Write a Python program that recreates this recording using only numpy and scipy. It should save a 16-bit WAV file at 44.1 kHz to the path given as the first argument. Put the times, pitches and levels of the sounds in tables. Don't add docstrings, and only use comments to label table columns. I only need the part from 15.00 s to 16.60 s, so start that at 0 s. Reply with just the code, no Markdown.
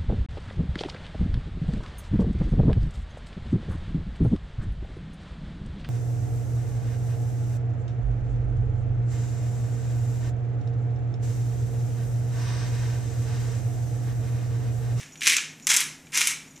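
import sys
import numpy as np
from scipy import signal
from scipy.fft import rfft, irfft, next_fast_len
from scipy.io import wavfile
from scipy.ndimage import map_coordinates

SR = 44100
rng = np.random.default_rng(int(sys.argv[2]) if len(sys.argv) > 2 else 0)


def persist_wave(psi):
    counts = np.round(np.clip(psi, -1, 1) * 32767).astype(np.int16)
    wavfile.write(sys.argv[1], SR, np.atleast_2d(counts).T)


N = 70560
PREROLL = SR // 2


def amp(db):
    return 10 ** (np.asarray(db) / 20)


def unit(x):
    return x / np.sqrt(np.mean(x ** 2) + 1e-20)


def along(points, hz):
    f, v = np.transpose(points)
    return np.interp(np.log(hz + 1), np.log(f + 1), v)


def wobble(knots_per_s, size):
    knots = rng.standard_normal(int(size * knots_per_s / SR) + 4)
    return map_coordinates(knots, [np.arange(size) * knots_per_s / SR])


def filtered(x, response):
    m = next_fast_len(N + SR // 2)
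    return irfft(rfft(x, m) * response(np.fft.rfftfreq(m, 1 / SR)), m)[..., :N]


def add(track, start_s, x):
    i = round(start_s * SR) + PREROLL
    track[i:i + len(x)] += x[:len(track) - i]


# f/Hz, relative density/dB
NOISE_SPECTRUM = [(25, -15.5), (100, -8), (135, -3), (250, -2), (460, -13.5), (800, -15.5), (1300, -20),
                  (2300, -17), (4500, -27.5), (6800, -19), (8500, -23.5), (15000, -32)]

def room_noise(level_db=-53):
    noise = filtered(rng.standard_normal(N), lambda hz: amp(along(NOISE_SPECTRUM, hz)))
    return amp(level_db) * unit(noise)


# f/Hz, level/dB
HUM_PARTIALS = [(153, -58), (265, -63)]

def appliance_hum(drift_rad=0.26, waver_db=3):
    t = np.arange(N) / SR
    out = np.zeros(N)
    for hz, db in HUM_PARTIALS:
        tone = np.sin(2 * np.pi * hz * t + drift_rad * wobble(32, N))
        out += amp(db) * unit(tone * amp(waver_db * wobble(13.96, N)))
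    return out


# f/Hz, T60/s
KITCHEN_DECAY = [(200, 0.9), (900, 0.56), (2200, 0.43), (6000, 0.41), (10000, 0.33), (15000, 0.21)]

def kitchen(x, room_db=-5, onset_s=0.0062, near_db=-1.5, near_s=0.0046):
    hz, frame_s, spectra = signal.stft(rng.standard_normal(SR // 2), SR, nperseg=256)
    decay = amp(-60 * frame_s / along(KITCHEN_DECAY, hz)[:, None])
    tail = signal.istft(spectra * decay, SR)[1]
    t = np.arange(len(tail)) / SR
    tail *= 1 - np.exp(-t / onset_s)
    near = rng.standard_normal(len(t)) * np.sqrt(t) * np.exp(-t / near_s)
    response = amp(room_db) * tail / np.linalg.norm(tail) + amp(near_db) * near / np.linalg.norm(near)
    response[0] = 1
    return signal.fftconvolve(x, response)


# f/Hz, relative level/dB, T60/s
JAR_RINGS = [(5760, 3, 0.022), (6905, 2.5, 0.041)]
# t/s, relative level/dB
JAR_TICKS = [(0.06, -49), (0.122, -46), (.133, -45.5), (.174, -45.5), (.185, -54), (0.194, -48), (0.6, -56),
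             (0.624, -45), (0.632, -49), (0.644, -46), (1.06, -52.5), (1.476, -52), (1.507, -52),
             (1.516, -68), (1.557, -48.5), (1.575, -54)]

def loose_crystals(contact_s=0.0011, rough_rad=0.8, rough_per_s=650):
    out = np.zeros(N + SR)
    t = np.arange(SR // 20) / SR
    attack = 1 - np.exp(-t / contact_s)
    for start_s, db in JAR_TICKS:
        ring = np.zeros(len(t))
        for hz, mode_db, t60_s in JAR_RINGS:
            phase = 2 * np.pi * hz * t + rough_rad * wobble(rough_per_s, len(t))
            ring += amp(mode_db - 60 * t / t60_s) * np.sin(phase)
        add(out, start_s, amp(db) * kitchen(ring * attack))
    return out


# f/Hz, relative level/dB
HEAD_SPECTRUM = [(40, -50), (150, -30), (300, -18.5), (480, -24), (720, -32.5), (900, -19), (1300, -10.5),
                 (1800, -5.5), (2300, -1), (2900, -4.5), (3800, -4.5), (4700, -8), (5700, -3), (7500, -6.5),
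                 (8600, -9), (9800, -7), (11500, -16), (14500, -19.5)]
# f/Hz, width/Hz, relative level/dB
HEAD_MODES = [(1700, 30, -1), (2844, 180, -8), (3430, 1200, -20.5), (5360, 380, -10), (6300, 540, -5),
              (7530, 480, -1.5)]
# f/Hz, share of bright_db
BRIGHT_SHARE = [(2500, 0.1), (4000, 0.19), (7000, 0.82)]
# f/Hz, share of sparkle_db
SPARKLE_SHARE = [(6500, 0.11), (10000, 1)]
# f/Hz, share of hollow_db
HOLLOW_SHARE = [(400, 0.17), (1000, 1), (1700, 0.095), (2500, 0.053)]

def plastic_head(bright_db, sparkle_db, hollow_db, pitch_hz, width_hz=415, peak_db=-2.5, size=2048):
    hz = np.fft.rfftfreq(size, 1 / SR)
    modes = HEAD_MODES + [(pitch_hz, width_hz, peak_db)]
    peaks = sum(amp(db) / (1 + (2 * (hz - f) / width) ** 2) for f, width, db in modes)
    gain = unit(amp(along(HEAD_SPECTRUM, hz)) * (1 + peaks))
    tone_db = (bright_db * along(BRIGHT_SHARE, hz) + sparkle_db * along(SPARKLE_SHARE, hz)
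               + hollow_db * along(HOLLOW_SHARE, hz))
    cepstrum = irfft(np.log(gain * amp(tone_db)))
    cepstrum[1:size // 2] *= 2
    cepstrum[size // 2 + 1:] = 0
    return irfft(np.exp(rfft(cepstrum)))


def snaps(events, hold_s=0.0019, fade_s=0.0005):
    out = np.zeros(N + SR)
    t = np.arange(SR // 100) / SR
    envelope = np.exp(-np.maximum(t - hold_s, 0) / fade_s)
    for start_s, db, bright_db, sparkle_db, hollow_db in events:
        burst = rng.standard_normal(len(t)) * envelope
        for _ in range(6):
            burst = irfft(np.exp(1j * np.angle(rfft(burst))), len(t)) * envelope
        burst *= np.linalg.norm(envelope) / np.linalg.norm(burst)
        *_, pitch_hz = min(TWIST_STROKES, key=lambda stroke: abs(stroke[0] - start_s))
        body = plastic_head(bright_db, sparkle_db, hollow_db, pitch_hz)
        add(out, start_s, amp(db) * kitchen(signal.fftconvolve(burst, body)))
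    return out


# t/s, relative level/dB, brightness/dB, sparkle/dB, hollowness/dB
FINGER_TAPS = [(.01, -40, 4, -1, -11), (.031, -36.5, -7, 4, 3), (.059, -42, -19, -3, 16),
               (.111, -50, -8, 5, 0), (.156, -36, -13, 0, 3), (.598, -41, -9, 1.5, 3),
               (1.069, -41.5, -11, -4, 1), (1.513, -70, 3, 0, 2), (1.563, -44.5, 4, -9, -15),
               (1.576, -51, 13, -14, 5)]

def finger_taps():
    return snaps(FINGER_TAPS)


# start/s, full grip/s, release/s, relative level at grip/dB and at release/dB,
# brightness/dB, hollowness/dB, head pitch/Hz
TWIST_STROKES = [(-.26, -0.214, -0.085, -24, -22.5, 0.5, -5, 2080),
                 (0.209, 0.281, 0.346, -20, -23, -2.5, -5.5, 2370),
                 (0.346, 0.36, 0.477, -26, -42.5, -23, -2, 2430),
                 (0.683, 0.695, 0.831, -19, -31.5, -1.5, 5, 2076),
                 (1.12, 1.152, 1.331, -24, -33, 0.5, 2, 2340)]

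def grit(grains_per_s=1100, grain_s=0.00045, spread_db=3, rise_db=17.5, fade_s=0.0064):
    out = np.zeros(N + SR)
    t = np.arange(SR // 3) / SR
    for start_s, grip_s, release_s, grip_db, release_db, bright_db, hollow_db, pitch_hz in TWIST_STROKES:
        breaks = rng.random(len(t)) < grains_per_s / SR
        sizes = breaks * amp(spread_db * np.clip(rng.standard_normal(len(t)), -2, 2))
        power = signal.lfilter([1], [1, -np.exp(-2 / (grain_s * SR))], sizes ** 2)
        grains = unit(np.sqrt(power) * rng.standard_normal(len(t)))
        levels_db = [grip_db - rise_db, grip_db, release_db]
        effort = amp(np.interp(start_s + t, [start_s, grip_s, release_s], levels_db))
        effort *= np.exp(-np.maximum(start_s + t - release_s, 0) / fade_s)
        body = plastic_head(bright_db, 0, hollow_db, pitch_hz)
        add(out, start_s, kitchen(signal.fftconvolve(grains * effort, body)))
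    return out


# t/s, relative level/dB, brightness/dB, sparkle/dB, hollowness/dB
CRYSTAL_CRACKS = [(.208, -37.5, 2, 5, 5), (.2174, -14.5, -33, -9, -11), (.2225, -31, 2, -2, -12),
                  (.2325, -23.5, -2.5, 1, -11), (.2468, -31, -7, 1, -6), (.252, -43, 2, 1, -9),
                  (.2605, -14, -11, 1, -11), (.2685, -9, -0.5, -8, -4.5), (.2744, -10, -0.5, 2, -2.5),
                  (.2972, -14, -2.5, 3, -17), (.309, -27, -9, -2, -7), (.3325, -23, -8, 11, -8),
                  (.366, -17, 8, -5.5, 0), (.382, -16, -5, -22, 1.5), (.6694, -19.5, 13, -4, 1),
                  (.676, -24, -8, 10, 9), (.6915, -32.5, 23, -10, 10), (.699, -21.5, 5.5, 2, 9),
                  (.7035, -25.5, 15, -3.5, 15), (.7172, -20, 10, -6, 1), (.733, -28, 14.5, -7.5, -12),
                  (.740, -24, 4, 7, 5), (.764, -26.5, 20, 1, 1), (.7688, -22.5, 13, 2, -7),
                  (.8044, -22.5, -5, 18.5, -11), (.8135, -18, -11, -3, -4), (1.1235, -36, -11, -7, 0),
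                  (1.1375, -46, 0, 10, 2), (1.1535, -36, -2, -2, -4), (1.174, -18, 3.5, 4.5, 6),
                  (1.1835, -31, -10, -4, 4), (1.1938, -29, -1, 7.5, -17), (1.209, -18, -7, 6, 13),
                  (1.2152, -14.5, -3, 1, -7), (1.2718, -18, 3.5, 8.5, -11)]

def crystal_cracks():
    return snaps(CRYSTAL_CRACKS)


def scene():
    grinder = amp(-2.5) * grit() + amp(-1) * crystal_cracks()
    grinder += amp(-3) * finger_taps() + amp(1.5) * loose_crystals()
    mono = grinder[PREROLL:PREROLL + N] + room_noise() + appliance_hum()
    return np.array([mono, mono])


def record(dry, cutoff_hz=14600):
    return filtered(dry, lambda hz: 1 / np.sqrt(1 + (hz / cutoff_hz) ** 200))


dry = scene()
out = record(dry)
persist_wave(out)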